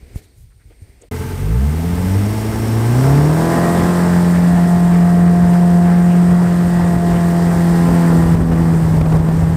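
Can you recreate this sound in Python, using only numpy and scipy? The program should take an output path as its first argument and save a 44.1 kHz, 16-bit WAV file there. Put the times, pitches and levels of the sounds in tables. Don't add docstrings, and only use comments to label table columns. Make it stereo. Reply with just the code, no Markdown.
import sys
import numpy as np
from scipy import signal
from scipy.fft import rfft, irfft, next_fast_len
from scipy.io import wavfile
from scipy.ndimage import uniform_filter1d, minimum_filter1d

SR = 44100
rng = np.random.default_rng(int(sys.argv[2]) if len(sys.argv) > 2 else 0)


def digitize_waveform(pressure):
    field = np.atleast_2d(pressure).T
    bounded = np.clip(field, -1, 1)
    quanta = np.round(bounded * 32767).astype(np.int16)
    wavfile.write(sys.argv[1], SR, quanta)


N = 421596


def amp(db):
    return 10 ** (np.asarray(db) / 20)


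def rms_one(x):
    return x / np.sqrt(np.mean(x ** 2) + 1e-20)


def in_time(rows):
    s, *columns = np.transpose(rows)
    t = np.arange(N) / SR
    return [np.interp(t, s, column) for column in columns]


def at_hz(points, hz):
    table_hz, value = np.array(points)[:, :2].T
    return np.interp(np.log(hz), np.log(table_hz), value)


def pan(db):
    return amp(np.array([db / 2, -db / 2]))


def burst(s, spread_s):
    return np.exp(-.5 * ((np.arange(N) / SR - s) / spread_s) ** 2)


def drift(rate, step=1):
    r = np.exp(-80 * np.pi * rate / SR)
    noise = rng.standard_normal(N // 40 + 2002)
    slow = signal.lfilter([1], [1, -2 * r, r * r], noise)[2000:]
    return np.interp(np.arange(0, N, step) / 40, np.arange(len(slow)), rms_one(slow))


def resonance(x, hz, width):
    r = np.exp(-np.pi * width / SR)
    poles = [1, -2 * r * np.cos(2 * np.pi * hz / SR), r * r]
    return signal.lfilter([(1 - r * r) / 2, 0, (r * r - 1) / 2], poles, x)


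# f/Hz, likeness (0 to 1)
PORT_LIKENESS = [(60, 0.36), (170, 1), (400, 0.7), (1000, 0.36), (2000, 0.094), (4000, 0.029),
                 (15000, 0.049)]
# f/Hz, left minus right level/dB
PORT_LEAN = [(60, 23), (110, -12), (200, -1), (380, 0), (700, -3.5), (1290, -4.5), (2380, -3.5),
             (4400, 0.5), (8120, -4.5), (15000, -6)]
LAG_S = 0.00026


def coloured(spectrum, alike=None, count=1, patchy_db=0, rate=10):
    size = next_fast_len(N)
    hz = np.maximum(np.arange(size // 2 + 1) * SR / size, 1)
    mid, side = rfft(rng.standard_normal((2, size)))
    signs = np.array([[1], [-1]])
    lean = 1
    if alike is None:
        alike = at_hz(PORT_LIKENESS, hz)
        lean = pan(at_hz(PORT_LEAN, hz)) * np.exp(-1j * np.pi * hz * LAG_S * signs)
    c = np.clip(alike, 0, 1)
    both = lean * amp(at_hz(spectrum, hz)) * (np.sqrt(1 + c) * mid + np.sqrt(1 - c) * side * signs)
    if count == 1:
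        return rms_one(irfft(both, size)[:, :N])
    band_span = np.log([spectrum[1][0], spectrum[-1][0]])
    place = np.interp(np.log(hz), band_span, [0, count - 1])
    together = drift(3.3)
    out = np.zeros((2, N))
    for k in range(count):
        band = irfft(both * np.maximum(1 - abs(place - k), 0), size)[:, :N]
        out += band * amp(patchy_db * (0.098 * together + drift(rate)))
    return rms_one(out)


# t/s, rms level/dB
FIRING_LEVEL = [(1.25, -39), (1.5, -16.5), (1.64, -12), (1.8, -22.5), (2.0, -20.5), (2.16, -12),
                (2.3, -18.5), (2.55, -23.5), (2.7, -16), (3.2, -9), (3.5, -18), (4.15, -11), (5.0, -9),
                (6.35, -9), (6.5, -12), (7.1, -13), (8.3, -10), (8.9, -13), (9.25, -8), (9.56, -15.5)]
# f/Hz, level above the growl curve/dB
EXHAUST_PIPE = [(90, 14), (140, 8.5), (200, 5.5), (225, -1), (270, -1), (340, -6), (440, -12.5),
                (530, -13.5)]
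# f/Hz, width at half the lift/Hz, lift/dB
HOUSING_RINGS = [(69, 4.5, 6), (251.1, 12.3, 13.5), (420, 46, 3.5), (690, 60, 9.5), (847, 38, 5),
                 (1015, 27, 6), (1690, 50, 1.5), (1883, 90, 8.5)]
# t/s, level/dB
LOAD_STRAIN = [(1.3, -1), (2.7, 2), (3.0, 4), (3.9, 3.5), (4.5, 1), (7.2, 0.5), (7.9, 1.5), (8.6, -1)]
# t/s, order 6 level/dB, orders 8 and 12 level/dB, order 16 level/dB
OVERTONE_SWELLS = [(1.3, 4, -10, -10), (1.5, 0, 0.5, 1), (2.6, -4, 0.5, -10), (3.4, -12, -0.5, -3),
                   (3.75, -2, 0, -1), (4.05, 1, -2, -14), (4.5, 2.5, -9.5, 1), (5.7, -3, -0.5, 5),
                   (7.0, -8, -1, 2.5), (7.9, 4, 2, 2.5), (8.5, 4.5, 2.5, -3), (8.9, -1, -5.5, -17)]
# order (multiple of the cycle rate), level/dB
UNEVEN_ORDERS = [(2, -4), (5, 2.5), (7, 0.5), (10, 2.5), (13, -18), (14, 4), (18, -18), (19, 5.5),
                 (20, -1.5), (21, 4.5), (22, -9), (24, 1.5), (26, -0.5), (38, 2.5), (44, 0)]
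# t/s, lag of the exhaust tone at the left port/s
EXHAUST_LAG = [(1.2, 0.00012), (2.3, 0.00034), (3.6, 0.00018), (5.2, 0.00015), (9.5, 0.000099)]
ROUGH_DB, STEADY_DB = 2.6, .6
SLOW_WAVER_DB = 2.5
WEAK_DB, WEAK_DB_PER_OCTAVE = -11.5, -5
EVEN_DB, FOURTH_DB = 1.5, 3.5
LABOUR_DB = 7


def engine(cycles, phase, growl_db, planing, step=40):
    speed, growl_db, labouring = cycles[::step], growl_db[::step], 1 - planing[::step]
    strain_db = in_time(LOAD_STRAIN)[0][::step]
    waver_db = ROUGH_DB + (STEADY_DB - ROUGH_DB) * planing[::step] ** 2
    sixth_db, low_db, high_db = np.array(in_time(OVERTONE_SWELLS))[:, ::step]

    levels = {4: in_time(FIRING_LEVEL)[0][::step] + STEADY_DB * drift(14, step)}
    for k in [8, 12]:
        levels[k] = growl_db + low_db + at_hz(EXHAUST_PIPE, k * speed) + waver_db * drift(18, step)
    for k in sorted(set(range(2, 47)) - set(levels)):
        even, fourth = k % 2 == 0, k % 4 == 0
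        order_db = WEAK_DB + WEAK_DB_PER_OCTAVE * np.log2(k / 2) + EVEN_DB * even
        order_db = order_db + (FOURTH_DB + LABOUR_DB * labouring) * fourth
        lift_db = sum(db / (1 + (2 * (k * speed - hz) / width) ** 2) for hz, width, db in HOUSING_RINGS)
        wander_db = SLOW_WAVER_DB * drift(1.64, step) + waver_db * drift(9.2, step)
        levels[k] = growl_db + strain_db + order_db + lift_db + wander_db
    levels[6] += sixth_db
    levels[16] += high_db
    for k, db in UNEVEN_ORDERS:
        levels[round(k)] += db

    out, fine, coarse = np.zeros((2, N)), np.arange(N), np.arange(0, N, step)
    half_lag = np.pi * cycles * in_time(EXHAUST_LAG)[0]
    ports = np.array([phase - half_lag, phase + half_lag])
    for k, level_db in levels.items():
        lean = pan(at_hz(PORT_LEAN, np.maximum(k * speed, 200)))
        gains = np.sqrt(2) * amp(level_db) * lean
        for side in range(2):
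            sine = np.sin(k * ports[side] + k * k * 2.4)
            out[side] += np.interp(fine, coarse, gains[side]) * sine
    return out


# f/Hz, relative level per Hz/dB
FULL_GROWL_COLOUR = [(59, -42), (100, -28), (119, -17), (145, -10.5), (177, -7), (198, -11.5), (228, -9),
                     (350, -12), (560, -16.5), (693, -15), (765, -14), (1900, -23.5), (3000, -35),
                     (3900, -52), (6600, -120)]
# f/Hz, relative level per Hz/dB
IDLE_GROWL_COLOUR = [(120, -33), (200, 10.5), (345, -4), (437, 2.5), (536, -12), (872, -8.5), (1000, -7.5),
                     (1270, -6), (3000, -29), (3900, -68), (6600, -120)]
# f/Hz, width of each of two passes/Hz, level against the idle noise/dB
COWL_RINGS = [(436.4, 32, -3.5), (872, 33, -9.5), (1564, 33, -16), (2080, 140, -16)]
# t/s, level/dB
WHISTLE_LEVEL = [(1.1, -74), (1.7, -60), (2.2, -47), (3.2, -42.5), (3.5, -51), (4.5, -70)]
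WHISTLE_HZ, WHISTLE_WIDTH_HZ = 5510, 130


def growl(phase, growl_db, planing):
    puffs = 1 + 0.26 * np.cos(4 * phase) + 0.099 * np.cos(phase) + 0.043 * np.cos(2 * phase + 1.7)
    full = coloured(FULL_GROWL_COLOUR, count=7, patchy_db=2.87, rate=8.7)
    idle = coloured(IDLE_GROWL_COLOUR)
    white = coloured([(20, 0), (20000, 0)])
    for hz, width, db in COWL_RINGS:
        ring = resonance(resonance(white, hz, width), hz, width)
        idle += amp(db + 0.83 * drift(6.0)) * rms_one(ring)
    hiss = rms_one(resonance(white, WHISTLE_HZ, WHISTLE_WIDTH_HZ))
    whistle = amp(in_time(WHISTLE_LEVEL)[0] + 1.0 * drift(9)) * hiss
    blend = amp(-4.5) * np.sqrt(planing) * full + amp(-1.0) * np.sqrt(1 - planing) * idle
    return amp(growl_db) * puffs * blend + whistle


# f/Hz, relative level per Hz/dB
WAKE_COLOUR = [(880, -4), (1500, -7.5), (1610, 3), (1900, 1.5), (2200, -8), (2550, -11), (3170, -9.5),
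               (4290, -10), (4970, -7.5), (6420, -13), (8450, -6), (10400, -15.5), (12900, -16),
               (14900, -16), (15700, -24)]
# f/Hz, relative level per Hz/dB
CHURN_COLOUR = [(880, -2), (1500, 3.5), (2140, 7), (2310, 5.5), (3930, -1), (5600, -0.5), (7440, -3.5),
                (8540, 1.5), (10500, -4.5), (12900, -2), (15700, -6)]


def spray(spray_db, planing):
    drop_size = amp(2.8 * np.minimum(rng.exponential(1, (2, N)), 5))
    drops = drop_size * (rng.random((2, N)) < 2500 / SR)
    grain = rms_one(1 + 4.0 * uniform_filter1d(drops, size=40))
    wake = coloured(WAKE_COLOUR, count=7, patchy_db=1.0, rate=13.0)
    churn = coloured(CHURN_COLOUR)
    blend = amp(0.5) * np.sqrt(planing) * wake + amp(2.0) * np.sqrt(1 - planing) * churn
    return amp(spray_db) * grain * blend


# t/s, left level/dB, right level/dB
HEADWIND = [(1.13, -32.5, -35), (1.9, -30.5, -36), (2.5, -29, -33), (3.05, -35, -36), (3.2, -30, -31),
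            (3.6, -37, -41), (5.0, -33, -31.5), (6.3, -34.5, -36), (6.9, -28.5, -43), (8.0, -31.5, -36),
            (8.4, -18, -37), (8.85, -19.5, -33), (9.2, -11.5, -24), (9.55, -21, -42)]
# f/Hz, relative level per Hz/dB
WIND_COLOUR = [(12, -39.5), (20, -22), (53, 6.5), (85, 8.5), (166, -1.5), (238, -6), (464, -11),
               (1120, -20), (1500, -47), (1950, -68.5), (3300, -120)]
# t/s, level/dB
PUFFS = [(3.82, -17), (4.38, -26), (4.53, -22), (4.77, -24), (5.27, -33), (5.45, -26), (6.32, -24),
         (6.48, -27), (6.65, -26), (6.84, -27), (6.97, -20.5), (7.15, -18.5), (7.56, -30), (7.72, -38),
         (7.91, -16.5), (8.26, -35), (8.42, -18.5)]
# t/s, level/dB
GUST_CRACKLES = [(7.167, -11), (7.469, -14), (7.908, -27), (8.237, -8), (8.347, -33), (8.352, -8),
                 (8.369, -7), (8.517, -9), (8.528, -8), (8.737, -15), (9.014, -5.5), (9.058, -12),
                 (9.123, -7.5), (9.157, -24), (9.212, -31), (9.247, -21), (9.287, -7)]
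PUFF_SPREAD_S, CRACKLE_SPREAD_S = 0.021, .003
WIND_ALIKE = .55


def wind():
    level = amp(in_time(HEADWIND))
    level[0] += sum(amp(db) * burst(s, PUFF_SPREAD_S) for s, db in PUFFS)
    lumps = amp(np.array([2.0 * drift(36), 3.3 * drift(5.3)]))
    out = amp(6.0) * level * rms_one(coloured(WIND_COLOUR, alike=WIND_ALIKE) * lumps)
    crackle_colour = [(100, 13), (300, 6.0), (1200, -9.0), (3500, -27.0), (8000, -37)]
    crackle = coloured(crackle_colour, alike=0)[0]
    gusts = sum(amp(db + 1.5) * burst(s + .002, CRACKLE_SPREAD_S) for s, db in GUST_CRACKLES)
    pops = level[0] * amp(-7.0 + 4.3 * np.minimum(drift(41), 2))
    out[0] += crackle * (gusts + pops)
    return out


# t/s, rumble level/dB
HAND_RUMBLE = [(.01, -41.5), (.1, -37.5), (.17, -32), (.24, -44), (.47, -60), (.65, -54), (.8, -49),
               (.88, -44.5), (1.05, -48.5)]
# t/s, level/dB
FINGER_RUBS = [(.17, -47), (.39, -36.5), (.46, -36), (.57, -42), (.69, -38), (.89, -41)]
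# f/Hz, relative level per Hz/dB
LOW_RUSTLE_COLOUR = [(88, -20.5), (150, -10.5), (451, -11), (568, -20), (734, -20.5), (1110, -31),
                     (1500, -27), (2240, -22), (3200, -36), (4160, -64), (7040, -120)]
# f/Hz, relative level per Hz/dB
HIGH_RUSTLE_COLOUR = [(1470, -39), (2500, -11), (4480, -4), (6790, -11), (8750, -4), (9600, -13),
                      (13800, -12), (15700, -20)]
RUB_SPREAD_S, RIGHT_REST_DB = 0.035, -53
LOW_RUSTLE_DB, HIGH_RUSTLE_DB = -54, -60.5
LOW_FOLLOWS, HIGH_FOLLOWS = 0.75, .4


def handling():
    hand_db, = in_time(HAND_RUMBLE)
    swing_db = hand_db - np.mean(np.transpose(HAND_RUMBLE)[1])
    fingers = amp(RIGHT_REST_DB) + sum(amp(db) * burst(s, RUB_SPREAD_S) for s, db in FINGER_RUBS)
    rumble = coloured([(15, -30), (40, 9.5), (110, 0), (250, -29), (600, -44)], alike=.5)
    out = np.array([amp(hand_db), fingers]) * rumble
    out += amp(LOW_RUSTLE_DB + LOW_FOLLOWS * swing_db) * coloured(LOW_RUSTLE_COLOUR, alike=0.37)
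    out += amp(HIGH_RUSTLE_DB + HIGH_FOLLOWS * swing_db) * coloured(HIGH_RUSTLE_COLOUR, alike=0.084)
    return out


# t/s, peak level/dB, f/Hz, left minus right level/dB, 60 dB decay/s
HAND_THUMPS = [(0.029, -25, 59.2, 27, 0.031), (0.159, -8.5, 84.5, -22, 0.025),
               (0.655, -36, 70.0, -22.0, 0.11), (0.819, -23, 91.5, 0, 0.13)]


def thumps():
    t = np.arange(N) / SR
    out = np.zeros((2, N))
    for s, db, hz, side_db, t60 in HAND_THUMPS:
        age = np.maximum(t - s, 0)
        out += pan(side_db)[:, None] * amp(db - 3.0 - 60 * age / t60) * np.sin(2 * np.pi * hz * age)
    return out


# t/s, level/dB, centre f/Hz, width/octaves, spread/s
CLOTH_RUSTLES = [(0.16, -45, 8000, 1.2, 0.0058), (0.179, -42, 5000, 2.9, 0.015), (.24, -50, 6000, 2, 0.013),
                 (.39, -54, 9000, 1.2, 0.02), (.43, -59, 9000, 1.2, .015), (.52, -57, 1400, 1.2, 0.011),
                 (0.616, -53, 1700, .7, 0.013), (.715, -40, 420, 0.74, 0.0084),
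                 (0.718, -53, 1800, 1.4, 0.016), (0.825, -54, 8000, 1.5, 0.0099),
                 (.88, -60, 2100, 0.35, .12), (.27, -60, 4200, 0.27, 0.055),
                 (1.02, -39.5, 7340, 0.37, 0.0037), (1.035, -40, 420, 0.82, 0.016),
                 (1.032, -51, 2000, 1.2, 0.016)]


def rustles():
    white = rng.standard_normal((2, SR * 2))
    out = np.zeros((2, N))
    for s, db, hz, octaves, spread_s in CLOTH_RUSTLES:
        edges = np.minimum(hz * 2 ** (np.array([-.5, .5]) * octaves), .45 * SR)
        band = signal.sosfilt(signal.butter(2, edges, "band", fs=SR, output="sos"), white)
        out[:, :SR * 2] += amp(db - 3.5) * burst(s, spread_s)[:SR * 2] * rms_one(band)
    return out


# t/s, f/Hz, peak level/dB
CHIRP_GLIDE = [(.70, 8000, -95), (.72, 7970, -70), (.74, 8300, -68), (.78, 8700, -63), (.84, 8750, -60),
               (.87, 9400, -70), (.91, 9500, -64), (.93, 9500, -85)]


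def chirp():
    hz, db = in_time(CHIRP_GLIDE)
    return amp(db) * np.sin(2 * np.pi * np.cumsum(hz) / SR)


INSECT_DB, INSECT_HZ, INSECT_WIDTH_HZ = -66.5, 8750, 500


def insects():
    white = rng.standard_normal((2, SR * 2))
    drone = resonance(resonance(white, INSECT_HZ, INSECT_WIDTH_HZ), INSECT_HZ, INSECT_WIDTH_HZ)
    out = np.zeros((2, N))
    out[:, :SR * 2] = amp(INSECT_DB) * rms_one(drone)
    return out


# t/s, cycle rate f/Hz (a cycle is two crank turns)
ENGINE_SPEED = [(1.12, 10.5), (1.42, 11.7), (1.52, 13.74), (1.62, 16.99), (1.72, 19.13), (1.82, 20.89),
                (2.02, 22.55), (2.32, 26.74), (2.42, 27.2), (2.82, 28.26), (2.92, 30.08), (3.02, 32.78),
                (3.42, 41.08), (3.54, 42.1), (3.87, 43.87), (4.4, 43.61), (5.6, 43.63), (6.3, 43.9),
                (7.2, 42.98), (8.0, 42.62), (8.24, 41.6), (8.6, 41.59), (9.0, 39.8), (9.4, 40.7),
                (9.56, 40.74)]
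# t/s, growl level/dB, spray level/dB
BOAT_NOISE = [(1.17, -29, -36), (1.5, -31, -38.5), (2.07, -27, -33), (2.84, -23.5, -31.5),
              (3.03, -19.5, -29.5), (3.34, -19, -30.5), (3.43, -15.5, -28), (3.7, -17, -27.5),
              (4.14, -18, -29.5), (4.39, -20, -31), (5.25, -21.5, -34.5), (6.13, -22.5, -34.5),
              (7.48, -21.5, -32), (7.97, -20.5, -31), (8.4, -22, -33), (8.55, -21, -35), (9.1, -27, -35.5),
              (9.26, -20.5, -33), (9.51, -26.5, -38)]
PLANING_FROM_HZ, PLANING_AT_HZ = 9.5, 45
BANK_ENDS_S, BOAT_STARTS_S = 1.090, 1.1115


def scene():
    cycles, = in_time(ENGINE_SPEED)
    phase = 2 * np.pi * np.cumsum(cycles * (1 + 0.0017 * drift(8.0))) / SR
    planing = np.clip((cycles - PLANING_FROM_HZ) / (PLANING_AT_HZ - PLANING_FROM_HZ), .02, .98)
    growl_db, spray_db = in_time(BOAT_NOISE)
    boat = engine(cycles, phase, growl_db, planing) + growl(phase, growl_db, planing)
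    boat += spray(spray_db, planing) + wind()
    bank = handling() + thumps() + rustles() + chirp() + insects()
    t = np.arange(N) / SR
    bank_gate = np.clip((BANK_ENDS_S - t) / 0.0048, 0, 1)
    boat_gate = np.clip((t - BOAT_STARTS_S) / 0.0011, 0, 1)
    return bank * bank_gate + boat * boat_gate


LIMIT_DB, RELEASE_DB_PER_S = -0.5, 30
CUTOFF_HZ = 15600


def record(dry):
    wet = signal.sosfilt(signal.butter(2, 28, "high", fs=SR, output="sos"), dry)
    over_db = np.maximum(20 * np.log10(abs(wet).max(axis=0) + 1e-9) - LIMIT_DB, 0)
    ramp = RELEASE_DB_PER_S * np.arange(N) / SR
    held = np.maximum.accumulate(over_db + ramp) - ramp
    duck_db = uniform_filter1d(-minimum_filter1d(-held, size=129), size=129)
    top_cut = signal.ellip(12, .3, 75, CUTOFF_HZ, fs=SR, output="sos")
    return signal.sosfilt(top_cut, wet * amp(-duck_db)).clip(-1, 1)


dry = scene()
out = record(dry)
digitize_waveform(out)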